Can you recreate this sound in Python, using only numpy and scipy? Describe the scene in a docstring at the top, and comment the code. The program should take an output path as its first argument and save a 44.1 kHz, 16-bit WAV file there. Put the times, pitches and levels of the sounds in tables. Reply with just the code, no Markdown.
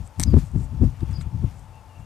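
"""Wind buffets the microphone in gusts, over outdoor air and a distant hum. Close by, hand shears trim
a goat's hoof: the horn cracks and crunches as the blades bite through, then steel clacks shut on steel.
As the shears are set again, the pivot squeaks faintly, the blades tick and scrape over the hoof,
and hair and hands rustle. A far bird calls near the end. Everything is louder on the left."""
import sys
import numpy as np
from scipy import signal
from scipy.io import wavfile
from scipy.ndimage import uniform_filter1d

SR = 44100
rng = np.random.default_rng(int(sys.argv[2]) if len(sys.argv) > 2 else 0)


def log_audio(samples):
    """Write samples as a 16-bit WAV file to the path given in sys.argv[1]."""
    # one column per channel
    frames = np.atleast_2d(samples).T
    # limit to full scale, then quantise
    limited = np.clip(frames, -1, 1)
    pcm = np.round(limited * 32767).astype(np.int16)
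    wavfile.write(sys.argv[1], SR, pcm)


N = 90404
T = np.arange(N) / SR


def from_db(db):
    """Decibels to gain."""
    return 10 ** (np.asarray(db) / 20)


def unit_rms(x):
    """Scale to an rms of 1."""
    return x / np.sqrt(np.mean(x ** 2) + 1e-20)


def fader(points):
    """Ride the gain through (time, level) points."""
    return from_db(np.interp(T, *np.transpose(points)))


def swell(at_s, db, half_width_s):
    """A bell-shaped rise and fall of gain."""
    return from_db(db) * np.exp(-((T - at_s) / half_width_s) ** 2 / 2)


def panned(x, pan_db=9.5):
    """Left louder than right by pan_db, the mean unchanged."""
    gains = from_db([[pan_db / 2], [-pan_db / 2]])
    return x * gains / gains.mean()


def white():
    """White noise."""
    return rng.standard_normal(N)


def drift(rate_hz):
    """A smooth random wander; rms 1."""
    pole = np.exp(-2 * np.pi * rate_hz / SR)
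    return unit_rms(signal.lfilter([1], [1, -2 * pole, pole * pole], rng.standard_normal(2 * N))[N:])


def grains(per_s=5000, spread_db=1):
    """Friction grit: dense tiny slips of uneven size."""
    sizes = from_db(spread_db * np.minimum(rng.exponential(1, N), 5))
    return unit_rms(white() * sizes * (rng.random(N) < per_s / SR))


def coloured(spectrum, source=white):
    """Noise through a third-octave equaliser; rms 1."""
    hz, db = np.transpose(spectrum)
    edges = 22 * 2 ** (np.arange(30) / 3)
    noises, out = [source(), source()], 0
    for k, (low, high) in enumerate(zip(edges, edges[1:])):
        if high > hz[0] and low < hz[-1]:
            noise = noises[k % 2]  # neighbouring bands stay independent
            with_preroll = np.r_[noise[-SR // 4:], noise]
            bandpass = signal.butter(3, [low, high], "band", fs=SR, output="sos")
            gain = from_db(np.interp(np.log(low * high) / 2, np.log(hz), db))
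            out = out + gain * signal.sosfilt(bandpass, with_preroll)[-N:]
    return unit_rms(out)


def levelled(x, span_s):
    """Hold a noise steady, so that its envelope alone shapes it."""
    power = x ** 2
    for _ in range(2):
        power = uniform_filter1d(power, max(int(span_s * SR), 2))
    return x / np.sqrt(np.abs(power) + 1e-6)


def ring(force, hz, t60):
    """One resonant mode: a unit click rings it at height 1."""
    radius, angle = from_db(-60 / (t60 * SR)), 2 * np.pi * hz / SR
    return signal.lfilter([.5, 0, -.5], [1, -2 * radius * np.cos(angle), radius ** 2], force + 1e-18)


def contact(at_s, decay_s, chatter):
    """A click followed by a dying chatter of smaller slips."""
    start = int(at_s * SR)
    age = (np.arange(N) - start) / SR
    force = chatter * white() * (age >= 0) * np.exp(-np.abs(age) / decay_s)
    force[start] += 1
    return force


def struck(modes, force_at, contact_hz=12300):
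    """Ring each mode with force_at(its frequency). A contact takes a moment, which dulls the very top."""
    out = 0
    for k, (hz, db, t60) in enumerate(modes):
        out = out + (-1) ** k * from_db(db) * ring(force_at(hz), hz, t60)
    return signal.sosfilt(signal.butter(2, contact_hz, fs=SR, output="sos"), out + 1e-18)


def whistles(notes, arch_hz, rough_hz):
    """Short arched glides with an unsteady pitch."""
    out, waver = 0, drift(300)
    for at_s, length, start_hz, end_hz, db in notes:
        progress = np.clip((T - at_s) / length, 0, 1)
        arch = np.abs(np.sin(np.pi * progress))
        glide = start_hz + (end_hz - start_hz) * progress
        hz = glide + arch_hz * (arch - .5) + rough_hz * waver
        out = out + from_db(db) * np.sqrt(2 * arch) * np.sin(2 * np.pi * np.cumsum(hz) / SR)
    return out


# fader ride of the gusts: (time [s], level [dB])
GUSTS = [(0.0, -27), (0.15, -58.5), (0.2, -16.5), (0.24, -30), (0.27, -14), (0.32, -18), (0.34, -11),
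         (0.38, -9.5), (0.41, -31), (0.43, -23.5), (0.46, -37.5), (0.53, -33), (0.55, -16), (0.71, -36),
         (0.72, -25), (0.79, -28), (0.83, -9), (0.84, -10.5), (0.95, -39.5), (0.96, -43), (1.04, -18),
         (1.06, -34.5), (1.1, -21.5), (1.17, -31), (1.19, -24.5), (1.25, -33), (1.27, -23.5), (1.3, -39),
         (1.34, -23.5), (1.41, -28.5), (1.44, -14.5), (1.48, -30.5), (1.51, -38), (1.96, -52.5), (2.0, -37),
         (2.05, -44)]
# tone of the low rumble: (frequency [Hz], relative density [dB])
RUMBLE_EQ = [(25,-10),(45,-1),(70,3.5),(115,-1.5),(170,-11.5),(260,-29),(400,-46.5)]
# tone of the turbulence above it: (frequency [Hz], relative density [dB])
TURBULENCE_EQ = [(130,-3),(230,5),(310,-5.5),(420,-15),(600,-27),(1000,-31),(2000,-47)]
def wind(turbulence_growth=1.324, low_cut_hz=35, split_hz=62):
    """Gusts on the microphone: turbulence grows faster than rumble, and the deep end leans furthest left."""
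    gust = fader(GUSTS)
    rumble = from_db(-1.5) * gust * levelled(coloured(RUMBLE_EQ), span_s=.043)
    turbulence = from_db(-11.5) * gust ** turbulence_growth * coloured(TURBULENCE_EQ)
    mic_low_cut = signal.butter(2, low_cut_hz, "high", fs=SR, output="sos")
    pressure = signal.sosfilt(mic_low_cut, rumble + turbulence + buffets())
    deep = signal.sosfiltfilt(signal.butter(1, split_hz, fs=SR, output="sos"), pressure)
    return panned(deep, pan_db=18.5) + panned(pressure - deep, pan_db=9)


# tone of the ambience bed: (frequency [Hz], relative density [dB])
AIR_EQ = [(30,-1.5),(90,12),(160,-6),(260,-1.5),(370,-8.5),(600,-2),(850,-0.5),(1200,-7),(1700,-15.5),(2600,-16.5),(4000,-24.5),(8000,-24.5),(13000,-31),(15000,-48)]
def outdoor_air(width=.16):
    """A steady bed of open air, widened by a second noise in opposite polarity left and right."""
    centre = panned(coloured(AIR_EQ))
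    sides = width * coloured(AIR_EQ) * [[1], [-1]]
    return from_db(-52.5) * (centre + sides)


# partials of the hum: (frequency [Hz], level [dB], width [Hz])
HUM_PARTIALS = [(89.2,-51.5,5.2),(882.4,-61,16)]
def distant_hum():
    """A low and a high tone, each wavering in level and phase."""
    out = 0
    for hz, db, width in HUM_PARTIALS:
        phase = 2 * np.pi * hz * T
        out = out + from_db(db) * (drift(width) * np.sin(phase) + drift(width) * np.cos(phase))
    return out


# fader ride of the rubbing: (time [s], level [dB])
RUB_RIDE = [(0,-63.5),(.06,-68),(.11,-71.5),(.25,-60),(.36,-61.5),(.39,-52),(.45,-62.5),(.53,-69.5),(.60,-62),(.65,-66),(.68,-68),(.80,-67),(.845,-58.5),(.95,-67.5),(1.12,-62),(1.28,-70),(1.47,-63.5),(1.53,-65),(1.59,-68),(1.67,-72.5),(2.05,-71)]
# tone of its grit: (frequency [Hz], relative density [dB])
RUB_EQ = [(1000,4),(2200,0),(3200,-2.5),(5000,-1.5),(6500,-3),(8200,-6.5),(10500,-10.5),(14000,-11.5)]
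def rubbing():
    """Blades and fingers rub over the hoof in a fine, gritty scrape."""
    return from_db(2.5) * fader(RUB_RIDE) * coloured(RUB_EQ, grains)


# strokes of the edge: (peak time [s], level [dB], half width [s])
EDGE_STROKES = [(.065,-60,.014),(.19,-62,0.0055),(.395,-53,0.0068),(.455,-59.5,0.027),(.60,-60.5,0.034),(.645,-61,0.0086),(1.118,-64,0.0097),(1.217,-52.5,0.0089),(1.58,-67,0.049),(2.0,-68,0.013)]
def blade_slide(edge_hz=7600, t60=.00071):
    """Tiny slips of the edge over the horn ring the blade in one broad, high band."""
    rasp = ring(ring(grains(), edge_hz, t60), edge_hz, t60)
    return from_db(-1.5) * sum(swell(*stroke) for stroke in EDGE_STROKES) * unit_rms(rasp)


# light ticks of blade on hoof: (time [s], level [dB], chatter decay [s], low-mode boost [dB])
HOOF_TICKS = [(.0755,-39,.0004,-9.5),(0.357,-50,0.00055,13),(0.371,-58,.0008,10),(0.388,-45,.002,8),(.516,-47,0.00091,-5),(1.006,-51.5,.002,14.5),(1.11,-51,.002,5),(1.129,-47,0.00084,8),(1.21,-47,0.0046,16),(1.217,-46.5,0.0027,-5),(1.594,-46,0.00087,-6),(1.755,-50.5,0.00078,-4)]
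# cracks of the cut: (time [s], level [dB], chatter decay [s], low-mode boost [dB])
HORN_CRACKS = [(0.1973,-10.5,0.00041,1.5),(.2008,-28,0.00046,3),(0.2031,-20,0.00065,6),(0.2058,-24.5,0.0012,5.5),(0.2139,-25,0.0014,3),(0.219,-42,.0015,-21),(0.2298,-23.5,0.0025,1),(.2322,-25.5,.002,-23)]
# resonances of horn and blade: (frequency [Hz], level [dB], ring time to -60 dB [s])
HORN_MODES = [(700,-18.5,0.0083),(1350,-17.5,0.0034),(1770,-20,0.0086),(2280,-20.5,0.0081),(3130,-21,0.0037),(3940,-16,0.0036),(4770,-20.5,0.0066),(5800,-17,0.0067),(7840,-7,0.0043),(8840,-7,0.0034),(10800,-8.5,0.0013),(12500,-12,.002)]
def horn(crunch_db=-44, crunch_from_s=.198, crunch_to_s=.235, low_below_hz=5000):
    """Light touches, cracks and the crunch between the cracks ring the horn and blade."""
    crunch = from_db(crunch_db) * grains() * (T > crunch_from_s) * (T < crunch_to_s)
    high_force = low_force = crunch
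    for at_s, db, decay_s, boost_db in HORN_CRACKS + HOOF_TICKS:
        force = from_db(db) * contact(at_s, decay_s, chatter=.43)
        high_force = high_force + force
        low_force = low_force + force * from_db(boost_db)
    return struck(HORN_MODES, lambda hz: low_force if hz < low_below_hz else high_force)


def reflections(hits, send_db=-20.5, t60=.069):
    """A brief scatter from the stand and the bodies nearby."""
    tail = white() * from_db(-60 * T / t60)
    return from_db(send_db) * signal.fftconvolve(hits, tail / np.linalg.norm(tail))[:N]


# the wind's hardest hits: (time [s], level [dB], half width [s], eddy pitch [Hz])
WIND_HITS = [(0.2,-27,0.0056,106),(.282,-26,0.011,140),(.341,-8.5,.005,224),(0.369,-8.5,0.0064,119),(0.559,-18,0.0036,184),(0.62,-39,0.0034,174.4),(0.739,-33,0.0087,95),(0.825,-21,0.014,234.3),(0.839,-16.5,.008,73),(.872,-30,0.0091,213),(1.032,-23.5,0.0059,131),(1.267,-40,0.0059,128),(1.443,-24.5,0.0024,147)]
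# tone of their flutter: (frequency [Hz], relative density [dB])
FLUTTER_EQ = [(60,7.5),(120,2),(280,1),(400,-12),(600,-24),(1000,-39.5),(2000,-54),(5000,-56)]
def buffets(slap_growth=1.6, slap_rise_s=.0011):
    """Each buffet is a brief eddy wrapped in noise; its steep front slaps in one short pressure swing."""
    flutter = from_db(-5) * levelled(coloured(FLUTTER_EQ), span_s=.01)
    out = 0
    for at_s, db, half_width_s, hz in WIND_HITS:
        eddy = from_db(-2.5) * np.sin(2 * np.pi * (hz * (T - at_s) + rng.random()))
        age = np.maximum(T - at_s, 0) / slap_rise_s
        slap = from_db(6.5 + slap_growth * db) * age * (2 - age) * np.exp(-age)
        out = out + swell(at_s, db, half_width_s) * (flutter + eddy) + slap
    return out


# the blades hit their stop: (time [s], level [dB])
STOP_HITS = [(0.2354,-5.5),(0.2366,-11.5)]
# resonances of the shears: (frequency [Hz], level [dB], ring time to -60 dB [s])
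STEEL_MODES = [(920,-39,0.011),(2120,-26.5,.012),(2710,-29,0.011),(3870,-17,0.0097),(4450,-15,0.011),(5170,-13.5,0.0051),(6160,-5,0.0085),(6493,-11,0.0073),(7000,-23,0.027),(8050,-5.5,0.0033),(9720,-19.5,.006),(11800,-22.5,0.0032)]
def clack():
    """The blades break through and snap shut, steel on steel."""
    force = sum(from_db(db) * contact(at_s, decay_s=.00042, chatter=.15) for at_s, db in STOP_HITS)
    return struck(STEEL_MODES, lambda hz: force)


# squeak cues: (time [s], length [s], glide from [Hz], glide to [Hz], level [dB])
PIVOT_SQUEAKS = [(.263,.032,5000,4760,-51),(.296,0.037,4740,4520,-56.5),(1.130,0.021,4820,5050,-55.5),(1.151,0.027,4810,4750,-47.5),(1.183,.032,4850,4680,-56)]
def pivot_squeaks():
    """The pivot gives thin, rough squeaks as the shears are set again."""
    return whistles(PIVOT_SQUEAKS, arch_hz=200, rough_hz=140)


# rustle cues: (peak time [s], level [dB], half width [s])
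RUSTLE_SWELLS = [(.32,-61,0.021),(.97,-64,0.043),(1.11,-59,.05),(1.23,-62,0.037),(1.48,-62,0.041)]
# tone of the rustle: (frequency [Hz], relative density [dB])
RUSTLE_EQ = [(1200,4),(2000,-4.5),(2700,1.5),(3400,-3.5),(4500,-27)]
def rustle():
    """Hair and hands brush in soft swells of noise."""
    return sum(swell(*cue) for cue in RUSTLE_SWELLS) * coloured(RUSTLE_EQ)


# the bird's phrase: (time [s], length [s], glide from [Hz], glide to [Hz], level [dB])
BIRD_NOTES = [(1.73,0.083,2710,2630,-65),(1.88,0.063,2800,2770,-67.5),(1.938,0.057,2760,2690,-64),(2.0,0.05,2760,2730,-67)]
def far_bird():
    """Four faint whistled notes, each sagging a little in pitch."""
    return whistles(BIRD_NOTES, arch_hz=32, rough_hz=71.5)


def scene():
    """Shears close by, wind on the microphone, the field behind."""
    hits = horn() + clack()
    handling = rubbing() + blade_slide() + rustle()
    shears = hits + reflections(hits) + handling + pivot_squeaks()
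    return panned(shears) + wind() + panned(distant_hum() + far_bird()) + outdoor_air()


def record(dry, high_cut_hz=15700):
    """A soft clipper rounds the peaks at full scale, then a steep filter cuts the top."""
    clipped = dry / (1 + dry ** 8) ** (1 / 8)
    return signal.sosfilt(signal.cheby2(12, 60, high_cut_hz, fs=SR, output="sos"), clipped)


dry = scene()
out = record(dry)
log_audio(out)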